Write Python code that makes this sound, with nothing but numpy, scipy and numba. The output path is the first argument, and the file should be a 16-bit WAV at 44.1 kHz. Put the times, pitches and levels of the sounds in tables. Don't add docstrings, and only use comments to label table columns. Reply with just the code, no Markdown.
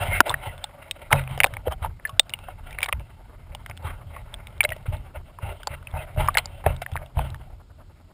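import sys
import numpy as np
from scipy import signal
from scipy.fft import rfft, irfft
from scipy.io import wavfile
from scipy.ndimage import uniform_filter1d
from numba import njit

SR = 44100
rng = np.random.default_rng(int(sys.argv[2]) if len(sys.argv) > 2 else 0)


def field_ratio(decibels):
    return 10 ** (np.asarray(decibels, dtype=float) / 20)


def master(y):
    cut = np.clip(np.atleast_2d(y).T, -1, 1)
    pcm = np.round(cut * 32767)
    wavfile.write(sys.argv[1], SR, pcm.astype(np.int16))


N = 358533

# t/s, peak level/dB, lowest mode f/Hz, upper modes' level/dB
JOLTS = [(0.01, -30, 95, -28), (0.084, -23, 88, -28), (0.296, -28.5, 89.3, -7.5), (0.466, -33.5, 95, -4),
         (1.127, -22.5, 85.2, 9), (1.306, -33.5, 84, 7.5), (1.524, -35.5, 106, -16),
         (1.676, -26.5, 71.3, -18), (1.819, -26, 71, -14.5), (2.128, -37, 93.4, -14.5),
         (2.583, -46.5, 82, -28), (2.936, -29, 62.5, -7.5), (3.507, -37, 78, -18), (3.696, -35, 84, -29),
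         (3.845, -28.5, 84.4, -8), (4.065, -37, 75.9, -8.5), (4.688, -33.5, 89, -19),
         (4.882, -22, 88.7, -18), (5.168, -33.5, 71, -13), (5.429, -26, 84, -11.5), (5.704, -33.5, 72, -2),
         (5.935, -28.5, 73.8, -2.5), (6.174, -18, 78, -4.5), (6.661, -19.5, 80, -3), (6.924, -27, 80.5, -5),
         (7.169, -19.5, 64.5, -2.5), (7.312, -34, 84.8, -1)]
# f/Hz, width/Hz, level/dB
HOLLOW = [(572.4, 61.8, 7), (631.6, 82, 8), (733.5, 73, 6), (876, 100, 3), (891, 96, 3), (1206, 450, -2.5),
          (1370, 120, -5), (394, 110, -3.5)]
# f/Hz, width/Hz, level/dB
WALLS = [(1420, 200, -.5), (2130, 300, 1), (2700, 130, -1.5), (3068, 395, -4.5), (3800, 220, -12),
         (5060, 230, -23.5)]
# f/Hz, width/Hz, level/dB
POLE = [
    (84, 10, 1),
    (136, 29, -10),
    (213, 60, -23),
]


def level(x, db):
    return x * field_ratio(db) / np.sqrt(np.mean(x ** 2))


def body(x, modes):
    total = 0
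    for k, (hz, width, db) in enumerate(modes):
        b, a = signal.iirpeak(hz, hz / width, SR)
        total = total + (-1) ** k * field_ratio(db) * signal.lfilter(b, a, x)
    return total


def ring(t, hz, t60, phase=0.):
    return np.sin(2 * np.pi * hz * t + phase) * np.exp(-np.log(1000) * t / t60)


def add(track, s, sound):
    i = int(s * SR)
    track[i:i + len(sound)] += sound[:N - i]


def walk(rate):
    hold = int(SR / rate)
    steps = np.repeat(rng.standard_normal(N // hold + 1), hold)
    return 1.2 * uniform_filter1d(steps, hold)[:N]


def curve(table):
    return np.interp(np.arange(N) / SR, *np.transpose(table))


def hiss():
    # f/Hz, level/dB per Hz
    spectrum = [(88, -45), (150, 1), (775, -20), (1250, -16.5), (1830, -25), (5500, -22.5), (7150, -60.5),
                (12100, -120)]
    hz, db = np.transpose(spectrum)
    bins = np.fft.rfftfreq(N, 1 / SR) + 1
    shape = field_ratio(np.interp(np.log(bins), np.log(hz), db))
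    return level(irfft(rfft(rng.standard_normal(N)) * shape, N), -60.5)


def pulses():
    start_s, period_s, length_s = .001, .1001, .022
    gate = (np.arange(N) / SR - start_s + length_s / 2) % period_s < length_s
    dull = body(rng.standard_normal(N), [(356, 460, -3.0), (1300, 900, -7.0)])
    noise = level(body(dull, [(700, 1400, 0)]), -54.5)
    return noise * uniform_filter1d(1. * gate, size=200) * field_ratio(1.5 * walk(9))


def shaking():
    # t/s, level/dB
    current_points = [(0, -31), (.5, -49.5), (.98, -51.5), (1.4, -39), (2, -52.5), (2.6, -43), (3.2, -48.5),
                      (4.1, -43), (4.8, -43), (5.3, -51.5), (6.45, -39.5), (7, -56), (7.4, -43.5),
                      (8.13, -55.5)]
    lag_s, rise_db_s, fall_db_s = 0.045, 251, 166
    wake_db = np.full(N, -90.)
    for s, db, *_ in JOLTS:
        t = np.arange(N) / SR - s - lag_s
        wake_db = np.maximum(wake_db, db - np.maximum(-rise_db_s * t, fall_db_s * t))
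    current, wake = field_ratio(curve(current_points)), field_ratio(wake_db)
    shudder = np.hypot(current, wake * field_ratio(-6.5))
    swing = np.hypot(current * field_ratio(1.5), wake * field_ratio(-5))
    return shudder, swing


def pushed_pole():
    # f/Hz, width/Hz, level/dB
    sway_modes = [
        (27.6, 5, -5),
        (50.3, 30, -8.5),
    ]
    shudder, swing = shaking()
    push = rng.standard_normal((2, N))
    pole = level(body(body(push[0], POLE), [(110, 260, 0)]), -3.0) * shudder
    sway = level(body(body(push[1], sway_modes), [(41, 86, 0)]), -2.2) * swing
    return pole + sway


def strokes():
    # t/s, pressure level/dB
    grip = [(0, -39.5), (.39, -49), (.77, -56), (1.16, -52), (1.55, -53.5), (1.94, -64), (2.32, -56.5),
            (2.71, -55.5), (3.1, -57.5), (3.48, -61), (4.06, -55.5), (4.65, -54.5), (5.03, -60.5),
            (5.81, -57.5), (6.19, -51.5), (6.58, -49.5), (7.36, -70), (8.13, -70)]
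    # peak t/s, length/s, level/dB, brightness/dB
    drags = [(.017, .067, -30.5, -2.5), (.266, .043, -23.5, -0.5), (.825, 0.07, -52, 1),
             (1.021, 0.022, -43, -4), (1.126, 0.036, -23, -6.5), (1.319, 0.14, -44.5, -5.5),
             (1.535, 0.046, -46, -10), (2.059, 0.11, -55, 0), (2.646, 0.065, -44, -7),
             (2.716, 0.33, -55.5, -3), (3.521, 0.026, -49, -3.5), (3.849, .1, -38.5, -6),
             (4.865, 0.025, -46, 1), (4.935, 0.045, -43, -4), (5.435, 0.085, -40.5, -9),
             (5.959, 0.06, -33.5, -6), (6.194, 0.061, -26, -5), (6.382, 0.02, -33, 0),
             (6.667, 0.027, -22.5, -10), (6.72, 0.062, -42, -9), (6.82, 0.016, -47, 14.5),
             (6.92, .026, -62, -9), (7.182, .11, -36, -5.5), (7.427, .086, -52.5, -7.5),
             (6.645, .03, -32, -8), (1.15, .06, -36, -3), (5.99, .05, -42, 0), (6.078, .04, -48, -6),
             (7.255, .03, -42, -8), (7.53, .03, -54, -10)]
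    # peak t/s, length/s, level/dB, brightness/dB
    slips = [(.125, 0.04, -32, -10), (.166, 0.083, -34.5, 6), (.302, 0.065, -24, -8), (.47, 0.072, -37, -3),
             (.647, 0.16, -55.5, 2), (.964, 0.018, -45, -7), (1.194, .054, -38, 5.7),
             (1.405, 0.092, -43, -6), (1.679, 0.03, -34, -11.5), (1.726, 0.025, -26, -19),
             (1.852, 0.036, -30.5, -10.5), (2.497, 0.092, -54, 2), (3.706, 0.04, -48, -5.5),
             (4.165, 0.09, -47, -8), (4.35, 0.17, -52, -10), (4.74, 0.07, -48, -5),
             (5.068, 0.035, -45.5, -9), (5.172, 0.038, -38, -10), (5.304, 0.054, -51.5, -10.5),
             (5.511, 0.07, -39, -7), (5.678, 0.0096, -31, -25), (5.733, 0.058, -42.5, -0.5),
             (6.966, .05, -51, 4.5), (7.02, 0.052, -45, -15), (7.814, 0.036, -51.5, -11)]
    power = field_ratio(2 * (curve(grip) + np.array([[0], [-5]])))
    for slides, rise_share in ((drags, .2), (slips, 0.66)):
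        for s, length, db, bright_db in slides:
            i = slice(max(int((s - .3) * SR), 0), min(int((s + .4) * SR), N))
            t = (np.arange(i.start, i.stop) / SR - s) / length
            swell_db = -8 * (t / rise_share) ** 2
            fade_db = -8 * np.abs(t / (1 - rise_share)) ** 1.4
            shape_db = np.where(t < 0, swell_db, fade_db)
            power[:, i] += field_ratio(2 * (shape_db + db + np.array([[0], [bright_db]])))
    return np.sqrt(power)


def rustle(modes, patchy_db):
    mix = 0
    for hz, width, db in modes:
        mode = body(rng.standard_normal(N), [(hz, width, db)])
        steep = body(mode, [(hz, 3 * width, 0)])
        mix = mix + field_ratio(patchy_db * walk(16)) * steep
    return level(mix, 0)


def creaks(effort):
    happens = rng.random(N) < 60 / SR
    strength = field_ratio(5.0 * rng.exponential(size=N)) * np.sign(rng.standard_normal(N))
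    damped_walls = [(hz, 3 * width, db / 2) for hz, width, db in WALLS]
    return field_ratio(7.5) * body(happens * strength * effort, damped_walls)


def jolts():
    out, t = np.zeros(N), np.arange(12000) / SR
    second = ring(t, (POLE[1][0] + 6) * (1 - .3 * t), .55)
    for s, db, hz, upper_db in JOLTS:
        upper = second + .25 * ring(t, POLE[2][0], .2)
        thump = 0.57 * ring(t, 48, 0.23) + 3.6 * ring(t, 1.1 * hz, 0.11)
        modes = ring(t, hz, 0.39) - field_ratio(upper_db) * upper + thump
        add(out, s, field_ratio(db - 3) * (1 - np.exp(-t / .005)) * modes)
    return out


def sings():
    # centre t/s, length/s, level/dB, f/Hz
    notes_sung = [(.025, .035, -39, 2800), (.04, .05, -35, 580), (.148, .08, -28, 2120),
                  (.15, .04, -35, 1550), (.48, .08, -45, 2020), (1.178, .02, -37, 2550),
                  (1.198, .012, -36, 2650), (2.45, .12, -58, 2700), (5.46, .08, -49, 2750),
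                  (5.51, .04, -49, 2800), (5.47, .05, -42, 800), (5.99, .05, -44, 2600),
                  (6.02, .05, -47, 2000), (6.205, .06, -42, 2750), (6.19, .05, -31, 620),
                  (6.69, .04, -44, 2700), (1.725, .03, -42, 3150), (1.675, .02, -45, 3100),
                  (1.855, .04, -38, 950), (4.94, .05, -42, 620), (3.87, .06, -50, 3200)]
    half = 4000
    t = np.arange(-half, half) / SR
    for_each = rng.standard_normal((30, 2 * half))
    out = np.zeros(N)
    for (s, length, db, hz), grit in zip(notes_sung, for_each):
        mode = [(hz, .09 * hz, 0)]
        sound = level(body(body(grit, mode), mode), db) * np.exp(-(2 * t / length) ** 4)
        skip = max(half - int(s * SR), 0)
        add(out, max(s - half / SR, 0), sound[skip:])
    return out


def knocks():
    # t/s, peak level/dB, ring f/Hz, ring t60/s
    pings = [(0.1345, -22, 2090, 0.03), (0.3412, 1, 1900, 0.014), (1.403, 9, 2200, 0.0097),
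             (1.4115, 1, 2300, 0.0047), (1.6719, -12, 507, 0.041), (2.0518, -13, 1750, .04),
             (2.337, -11, 2860, 0.02), (4.6063, 2, 2300, 0.022), (4.6495, -1, 2150, 0.02),
             (4.72, -14.5, 1930, 0.035), (5.872, -15, 2600, .01), (6.2855, 1, 1170, 0.024),
             (6.3545, -11, 1780, 0.013), (6.8629, -12, 1830, 0.0095), (6.9744, -13, 1650, 0.0057),
             (4.608, -14, 2130, .04), (2.195, 0, 1800, .005), (6.351, -11, 2100, .012),
             (5.619, -38, 2200, .012), (6.663, -6, 1800, .01), (1.142, -14, 700, .025),
             (6.355, -18, 700, .025), (0.642, -27, 850, .03), (4.6385, -13, 1500, .006),
             (6.668, -11, 560, .04), (0.2062, 2, 270, .009), (1.129, 3, 2150, .014), (6.6635, -4, 640, .03),
             (2.3375, -17, 2200, .015), (2.338, -18, 3400, .012)]
    # t/s, peak level/dB, ring f/Hz, ring t60/s
    ticks = [(0.295, -5, 3580, 0.018), (0.6412, -15, 3600, 0.022), (1.3114, -16, 2700, 0.0029),
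             (1.4432, 12, 2340, 0.0053), (1.4616, -15.5, 600, 0.023), (1.9982, -35.5, 1880, 0.0063),
             (2.7872, -10.5, 2280, 0.0096), (2.8495, -23, 2250, .016), (3.712, -24, 2186, 0.0095),
             (4.3413, -16, 3430, 0.0093), (4.6396, -12.5, 3950, 0.019), (5.827, -34.5, 1390, 0.014),
             (6.2765, -21, 2320, .014), (6.3445, -14.5, 3760, 0.0064), (6.3877, -7, 2270, 0.01),
             (6.4572, -14, 4900, 0.011), (6.9657, -14, 2230, 0.0049), (1.1265, -3, 3000, .007),
             (6.664, -19, 2600, 0.015), (7.19, -19, 2490, 0.0087), (6.3755, -7, 3300, .012),
             (6.3055, -30, 2400, .01), (7.272, -40, 3600, .01), (2.2313, -36, 3500, .008),
             (6.39, -14, 2100, .012), (2.124, -43, 2500, .01), (5.5024, -32, 2100, .012),
             (6.222, -23, 2500, .012), (1.4495, -16, 3700, .012), (6.277, -25, 5200, .01)]
    # t/s, peak level/dB, ring f/Hz, ring t60/s
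    snaps = [(0.9114, -7, 2600, 0.009), (1.4345, -2, 2300, 0.012), (2.027, -42, 3460, 0.0046),
             (2.074, -31, 4300, 0.011), (2.081, -35, 2300, 0.0052), (2.0935, -29, 1110, 0.08),
             (2.1958, 14, 3550, 0.011), (7.303, -25.5, 3950, 0.0059), (2.2952, -12, 2190, 0.0051),
             (2.3033, -27, 2850, 0.0094), (2.7078, -28.5, 1950, 0.023), (2.728, -26, 2390, 0.016),
             (2.8175, -21, 2220, 0.012), (2.8301, -5.5, 2350, 0.017), (2.9966, -29, 2230, 0.0089),
             (3.7749, -19.5, 3500, 0.0063), (4.4707, -23.5, 2240, .008), (4.58, -35.5, 3690, 0.0066),
             (4.7041, -19.5, 2150, 0.016), (4.7636, -33.5, 613, .054), (5.632, -24, 1480, 0.015),
             (6.383, -5.5, 4130, 0.015), (6.8192, -22, 700, 0.029), (2.8435, -14, 4776, 0.009),
             (3.769, -31, 4500, .005), (3.8262, -34, 4500, .006), (3.502, -43, 4500, .006),
             (6.9361, -29, 3500, .006), (6.835, -38, 3600, .006), (6.147, -43, 4500, .005)]
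    # t/s, peak level/dB, ring f/Hz, ring t60/s
    thuds = [(0.1147, -23, 2120, 0.03), (0.304, -10.5, 1020, 0.036), (1.114, -9, 850, 0.03),
             (1.1285, 1, 1410, .018), (1.2765, -21.5, 2420, 0.0087), (1.5683, -20.5, 2250, 0.017),
             (1.6803, -19.5, 628, .046), (1.847, -18.5, 883, 0.063), (1.8598, -17, 915, 0.018),
             (2.4857, -25.5, 745, 0.05), (4.1643, -24, 1100, 0.033), (4.8578, -32, 610, .023),
             (4.863, -33, 1410, 0.018), (5.3874, -27, 950, 0.023), (5.9135, -33, 3520, 0.0083),
             (6.6405, -25, 807, 0.045), (6.6645, -11, 800, 0.035), (6.956, -14.5, 895, 0.017),
             (7.1922, -14, 855, 0.024), (1.1065, -23, 1310, 0.04), (1.1322, -8.5, 730, 0.015),
             (2.8845, -24, 756, 0.028), (2.8915, -14, 1150, 0.02), (0.2058, 9, 950, .016),
             (5.673, -22, 820, .025), (7.171, -26, 880, .03), (5.94, -28, 770, .03), (6.162, -30, 620, .03),
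             (6.174, -24, 600, .04)]
    # t/s, peak level/dB, ring f/Hz, ring t60/s
    clacks = [(0.205, 17, 1440, 0.017), (0.4517, -42, 770, 0.011), (0.579, -35, 3500, 0.016),
              (1.377, -23.5, 685, 0.019), (1.538, -25.5, 2190, 0.021), (1.722, -26, 770, 0.076),
              (2.39, -29, 2300, 0.0071), (2.806, -25, 2500, 0.012), (2.8386, -16.5, 2180, 0.01),
              (2.86, -20, 2200, 0.02), (2.888, -17, 2000, 0.012), (2.9268, -12, 2400, 0.014),
              (3.5498, -18, 2800, 0.0086), (3.6621, -28, 2120, 0.019), (3.698, -27.5, 720, 0.022),
              (4.6322, -21, 2700, 0.012), (4.6914, -23, 2770, 0.011), (5.6721, -12, 4540, 0.013),
              (6.372, -5, 2200, 0.017), (6.7645, -31.5, 3730, 0.013), (6.9172, -31.5, 776, 0.049),
              (7.0612, -38, 2780, 0.016), (7.3454, -30, 1780, 0.012), (6.376, -12, 1600, .015),
              (1.469, -24, 3600, .008), (1.239, -34, 2600, .01), (1.391, -32, 5000, .008),
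              (0.281, -20, 1500, .012), (0.312, -18, 900, .02)]
    # t/s, peak level/dB, ring f/Hz, ring t60/s
    taps = [(0.71, -36, 2000, .012), (0.913, -24, 3750, .02), (1.667, -20, 520, .025),
            (2.197, -8, 3650, .03), (2.357, -38, 2700, .01), (2.783, -30, 1200, .01),
            (2.8245, -24, 1000, .012), (2.8285, -16, 2500, .008), (2.861, -25, 3800, .018),
            (2.922, -34, 3000, .006), (2.929, -20, 2050, .02), (4.641, -24, 610, .06),
            (4.651, -22, 600, .07), (4.732, -30, 2900, .015), (4.828, -40, 3000, .006),
            (4.968, -38, 3600, .01), (3.775, -30, 1500, .008), (6.849, -40, 4800, .005),
            (2.081, -33, 1500, .008), (2.0945, -32, 2800, .01)]
    # events, hollow shell level/dB, crack level/dB, rebound level/dB, attack/s
    contacts = [
        (pings, -22.5, -58, -31, .001),
        (ticks, -15, -12, -13, 0.00067),
        (snaps, -20.5, 0, -16, 0.0011),
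        (thuds, -6.5, -35.5, -20.5, 0.00075),
        (clacks, -5.5, -4, -15.5, 0.00042),
        (taps, -20, -24, -18, .0007),
    ]
    damped_hollow = [(hz, 3 * width, db) for hz, width, db in HOLLOW[:6]]
    damped_walls = [(hz, 3 * width, db / 2) for hz, width, db in WALLS[3:]]
    out, t = np.zeros(N), np.arange(3000) / SR
    for events, shell_db, crack_db, rebound_db, attack_s in contacts:
        attack = 1 - np.exp(-(t / attack_s) ** 2)
        chance = rng.random((30, 3))
        grit = rng.standard_normal((30, len(t)))
        for (s, db, hz, t60), c, g in zip(events, chance, grit):
            partner = ring(t, hz * (1.1 + 0.13 * c[0]), t60, 2 * np.pi * c[1])
            pair = ring(t, hz, t60) + 0.17 * partner
            rough = g * np.exp(-np.log(1000) * t / min(0.54 * t60, .02))
            shell = body(body(rough, damped_hollow), [(750, 880, 0)])
            crack = body(rough, damped_walls)
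            near = [(hz, 0.81 * hz, 0)]
            chatter = body(body(body(rough, near), near), near)
            parts = [(pair, -2), (shell, shell_db), (crack, crack_db), (chatter, -6)]
            knock = attack * sum(field_ratio(db + rel_db) * p / np.abs(p).max() for p, rel_db in parts)
            add(out, s - .0007, knock)
            add(out, s + .0015 + .003 * c[2], knock * field_ratio(rebound_db))
    return out


def bubble():
    # t/s, starting f/Hz, relative rise per s, level/dB, t60/s
    release = (1.472, 1400, 20.0, -36, .05)
    s, hz, rise, db, t60 = release
    out, t = np.zeros(N), np.arange(2000) / SR
    add(out, s, field_ratio(db) * ring(t, hz * (1 + rise * t / 2), t60))
    return out


def scene():
    hollow, walls = strokes() * field_ratio(3.0 * walk(90))
    rub = rustle(HOLLOW, patchy_db=4.5) * hollow + rustle(WALLS, patchy_db=3.5) * walls
    steady = hiss() + pulses() + pushed_pole()
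    contact = rub + creaks(walls) + jolts() + sings() + knocks()
    mono = steady + contact + bubble()
    amplifier = level(body(rng.standard_normal(N), [(4600, 3500, 0)]), -82)
    return mono + amplifier * np.array([[1], [-1]])


@njit
def limiter(x, top, attack, release):
    y, envelope = np.empty(len(x)), 0.
    for i in range(len(x)):
        size = abs(x[i])
        envelope += (size - envelope) * (attack if size > envelope else release)
        y[i] = x[i] * top / max(top, envelope)
    return y


def top_cut(x):
    return signal.sosfilt(signal.butter(12, 16220, fs=SR, output="sos"), x)


def record(dry):
    soft = signal.sosfilt(signal.butter(3, 5200, fs=SR, output="sos"), dry)
    slow = signal.resample_poly(soft, up=40, down=147, axis=1)
    slow = np.clip([limiter(side, .3, .02, 0.001) for side in slow], -.97, .97)
    over = np.maximum(np.abs(slow[0]) - .5, 0)
    settle = signal.lfilter([.012], [1, -.994], over) * walk(SR / 30)[:len(over)]
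    uneven = signal.lfilter([.02], [1, -np.exp(-1 / (.05 * 12000))], over)
    mismatch = field_ratio(-17) * settle + field_ratio(-17) * np.minimum(uneven, .5) * slow[0]
    slow = slow + mismatch * np.array([[1], [-1]])
    stairs = np.repeat(slow, repeats=4, axis=1)
    held = signal.resample_poly(stairs, up=147, down=160, axis=1)[:, :N]
    held = signal.sosfiltfilt(signal.butter(14, 15420, fs=SR, output="sos"), held)
    return top_cut(held)


dry = scene()
out = record(dry)
master(out)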